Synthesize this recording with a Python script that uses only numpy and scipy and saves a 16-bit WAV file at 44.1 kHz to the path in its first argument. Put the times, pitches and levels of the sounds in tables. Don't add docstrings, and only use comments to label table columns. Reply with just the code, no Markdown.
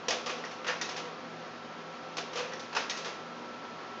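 import sys
import numpy as np
from scipy import signal
from scipy.fft import rfft, irfft
from scipy.io import wavfile

SR = 44100
rng = np.random.default_rng(int(sys.argv[2]) if len(sys.argv) > 2 else 0)


def generate_wav(sig):
    pcm = np.round(np.clip(np.atleast_2d(sig).T, -1, 1) * 32767).astype(np.int16)
    wavfile.write(sys.argv[1], SR, pcm)


N = 176400
TIME = np.arange(N) / SR
HZ = np.maximum(np.arange(N // 2 + 1) * SR / N, 1)


def from_db(db):
    return 10 ** (np.asarray(db) / 20)


def rms_one(x):
    return x / np.sqrt(np.mean(np.abs(x) ** 2) + 1e-20)


def at_hz(points, hz):
    points = np.array(points)
    return np.interp(np.log(hz), np.log(points[:, 0]), points[:, 1])


def drift(rate_hz):
    return rms_one(irfft(rfft(rng.standard_normal(N)) / (1 + (HZ / rate_hz) ** 2), N))


def resonate(x, resonances):
    for hz, width_hz, boost_db in resonances:
        radius = np.exp(-np.pi * width_hz / SR)
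        numerator = (1 - radius ** 2) / 2 * np.array([1, 0, -1])
        denominator = [1, -2 * radius * np.cos(2 * np.pi * hz / SR), radius ** 2]
        x = x + (from_db(boost_db) - 1) * signal.lfilter(numerator, denominator, x + 1e-18)
    return x


def tone(hz, db, unsteady, width_hz):
    waver = drift(width_hz) + 1j * drift(width_hz)
    phasor = np.sqrt(2 * (1 - unsteady)) + np.sqrt(unsteady) * waver
    return from_db(db) * np.real(phasor * np.exp(2j * np.pi * (hz * TIME + rng.random())))


def fan_air():
    # (frequency [Hz], relative density [dB])
    air_spectrum = [(25, -44), (55, -19), (72, -22), (100, -11.5), (140, -13), (210, 1.5), (320, 1.5),
                    (500, 1.5), (750, 0.5), (1000, -0.5), (1300, -2), (1600, -3), (2100, -7), (3200, -10.5),
                    (5000, -14.5), (6300, -19.5), (7100, -27), (7900, -54), (8900, -56.5)]
    # (frequency [Hz], bandwidth [Hz], boost [dB])
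    duct = [(1622, 40, 0.5), (2484, 61, 2.5), (3230, 69, 3)]
    rush = irfft(rfft(rng.standard_normal(N)) * from_db(at_hz(air_spectrum, HZ)), N)
    level_db = -45 + 0.33 * drift(rate_hz=11)
    return rms_one(resonate(rush, duct)) * from_db(level_db)


def fan_motor():
    # (frequency [Hz], level [dB], unsteady share [0-1])
    tones = [(119.7, -69, .4), (165, -59.5, 0.3), (239.5, -57.5, .4), (407, -61, 0.3), (519, -56, 0.82),
             (726, -60, 0.8), (759, -60, 0.3), (959, -60, 0.3), (1104, -59, .3), (1215, -61.5, 1)]
    whine_db = -55.5 + 1.2 * TIME
    whine = tone(hz=1333, db=whine_db, unsteady=0.03, width_hz=4)
    return whine + sum(tone(hz, db, unsteady, width_hz=5) for hz, db, unsteady in tones)


def room_tail(spectrum, hz, t):
    # (frequency [Hz], T60 [s])
    room_decay = [(250, 0.58), (1500, 0.51), (6500, 0.4)]
    build_s = 0.0075
    centres, t60s = np.transpose(room_decay)
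    tail = 0
    for t60, selector in zip(t60s, np.eye(len(centres))):
        band_weight = np.interp(np.log(hz), np.log(centres), selector)
        tail = tail + irfft(spectrum * band_weight, len(t)) * from_db(-60 * t / t60)
    return tail * (1 - np.exp(-t / build_s))


def clacks(strikes, attack_s, t60_s, room_db):
    # (frequency [Hz], relative density [dB])
    lever_spectrum = [(100, -45.5), (220, -20), (350, -6), (480, -1), (620, -1), (1100, -0.5), (1900, -2),
                      (2700, -1.5), (4200, -4.5), (6200, -6), (7000, -15), (7900, -35), (8900, -47.5)]
    bass_hz, middle_hz, treble_hz = 497, 1680, 5100
    size, gain_db = 2 ** 15, 1.5
    t, hz = TIME[:size], np.maximum(np.arange(size // 2 + 1) * SR / size, 1)
    colour = rms_one(from_db(at_hz(lever_spectrum, hz)))
    envelope = (1 - np.exp(-t / attack_s)) * from_db(-60 * t / t60_s)
    out = np.zeros(N + size)
    for onset_s, db, bass_db, treble_db in strikes:
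        tilt_db = at_hz([(bass_hz, bass_db), (middle_hz, 0), (treble_hz, treble_db)], hz)
        gain = colour * from_db(gain_db + db + tilt_db)
        direct, diffuse = gain * rfft(rng.standard_normal((2, size)))
        echo = from_db(room_db) * room_tail(diffuse, hz, t)
        start = int(onset_s * SR)
        out[start:start + size] += envelope * irfft(direct, size) + echo
    return out[:N]


def ring(hits, modes):
    rise_s = 0.0011
    out = np.zeros(N)
    for onset_s, db, *_ in hits:
        t = np.clip(TIME - onset_s, 0, 1)
        rise = 1 - np.exp(-t / rise_s)
        for hz, mode_db, t60_s in modes:
            out += rise * from_db(db + mode_db - 60 * t / t60_s) * np.sin(2 * np.pi * hz * t)
    return out


def shutter_shutting():
    # (time [s], level [dB], bass [dB], treble [dB])
    strikes = [(.083, -32, 5.5, 9), (.106, -30, 2.5, 4.5), (.122, -30, -2, -9), (.148, -43.5, 6, -2),
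               (2.169, -39.5, 8.5, 8), (2.182, -34.5, 1, 1)]
    # (frequency [Hz], bandwidth [Hz], boost [dB])
    catch = [(676, 45, 8), (2514, 140, 4.5), (2983, 69, 4), (3522, 41, 9)]
    return resonate(clacks(strikes, attack_s=0.00039, t60_s=0.087, room_db=-8.5), catch)


def lifter():
    # (time [s], level [dB], bass [dB], treble [dB])
    strikes = [(.259, -36, 4, 7.5), (.270, -32, 2, -12), (.293, -30.5, 1, -1), (.378, -44.5, 14, 1.5),
               (2.331, -37, 3, -0.5), (2.354, -35.5, 5.5, 4), (2.369, -31.5, 2, 1), (2.387, -29.5, -1, -5),
               (2.403, -41, 11.5, -16)]
    # (frequency [Hz], bandwidth [Hz], boost [dB])
    resonances = [(451, 78, 4.1), (2600, 320, 5)]
    # (time [s], level [dB])
    knocks = [(.266, -36), (.295, -33)]
    # (frequency [Hz], relative level [dB], T60 [s])
    modes = [(1124, -2.5, .1), (1209, -2, 0.096)]
    clatter = clacks(strikes, attack_s=0.0032, t60_s=0.06, room_db=-8)
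    return resonate(clatter, resonances) + ring(knocks, modes)


def pawl():
    # (time [s], level [dB], bass [dB], treble [dB])
    strikes = [(.438, -33, -3, -13), (.449, -40, -3, 1), (2.521, -34.5, -8, -14), (2.534, -42, 12, 3)]
    # (frequency [Hz], bandwidth [Hz], boost [dB])
    resonances = [(1720, 100, 4), (1920, 120, 3.8), (5500, 90, 9.9), (5850, 110, 7.8)]
    # (frequency [Hz], relative level [dB], T60 [s])
    modes = [(1940, -1.8, 0.058)]
    clatter = clacks(strikes, attack_s=0.0007, t60_s=0.041, room_db=-9.5)
    return resonate(clatter, resonances) + ring(strikes, modes)


def slide_drop():
    # (time [s], level [dB], bass [dB], treble [dB])
    strikes = [(.644, -35, -8, -8.5), (.666, -30.5, -2, -3.5), (.677, -32.5, -2, 0.5),
               (.685, -28, -13.5, -9.5), (.697, -31, -3.5, -9), (2.727, -38, -4, -5), (2.749, -34, 5.5, 2),
               (2.764, -29, -1, 1.5), (2.770, -29, 3, -25), (2.798, -45, 5, -12.5)]
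    # (frequency [Hz], bandwidth [Hz], boost [dB])
    gate = [(890, 78, 3.8), (1410, 69, 5.9), (1617, 37, 4.3), (1810, 63, 4.6), (2650, 350, 3.6),
            (5040, 220, 4.6)]
    # (time [s], level [dB])
    landings = [(0.684, -22), (2.767, -18.5)]
    # (frequency [Hz], relative level [dB], T60 [s])
    first_mount = [(1638, -13, 0.2), (1780, -14, 0.11), (1915, -2, .03), (2870, -3, 0.028)]
    second_mount = [(864, -5.5, 0.034), (1130, -3.5, 0.031), (2520, -13.5, 0.098), (2770, -5, 0.023)]
    rattle = clacks(strikes, attack_s=0.0017, t60_s=0.071, room_db=-7)
    return resonate(rattle, gate) + ring(landings[:1], first_mount) + ring(landings[1:], second_mount)


def shutter_opening():
    # (time [s], level [dB], bass [dB], treble [dB])
    strikes = [(.812, -34.5, 2.5, 8.5), (2.896, -36.5, 0, 10.5), (2.909, -38.5, -9, 2.5)]
    # (frequency [Hz], bandwidth [Hz], boost [dB])
    stop = [(730, 51, 4.6), (1400, 55, 5.8), (1915, 86, 11.8), (2595, 61, 9.4), (3750, 60, 7.4),
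            (4180, 26, 4), (5550, 31, 6.4), (6480, 85, 8.1)]
    return resonate(clacks(strikes, attack_s=0.0012, t60_s=0.07, room_db=-9), stop)


def cam():
    # (time [s], level [dB], bass [dB], treble [dB])
    strikes = [(.510, -39, -8, -3), (.889, -35.5, 2, 2), (.962, -35, -5.5, -1), (.976, -37.5, 4, 1),
               (.995, -42.5, 12, -11), (2.594, -45, -1, 7), (2.970, -40.5, 2, 8), (2.990, -47.5, 14, 5),
               (3.044, -36.5, -7.5, 1), (3.054, -34, 5, -1.5), (3.074, -41.5, 4.5, -2.5)]
    return clacks(strikes, attack_s=0.0025, t60_s=0.084, room_db=-6.5)


def slide_changer():
    # (frequency [Hz], bandwidth [Hz], boost [dB])
    housing = [(486.8, 12, 11), (1160, 120, 2.5)]
    # (time [s], level [dB])
    thuds = [(.084, -31.5), (.143, -35), (.262, -38), (.687, -32)]
    # (frequency [Hz], relative level [dB], T60 [s])
    modes = [(504, 0.0081, 0.18)]
    parts = shutter_shutting() + lifter() + pawl() + slide_drop() + shutter_opening() + cam()
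    return resonate(parts, housing) + ring(thuds, modes)


def scene():
    return (slide_changer() + fan_air() + fan_motor())[None]


def record(dry):
    cutoff_hz = 8950
    return signal.sosfilt(signal.ellip(10, .1, 80, cutoff_hz, fs=SR, output="sos"), dry)


dry = scene()
out = record(dry)
generate_wav(out)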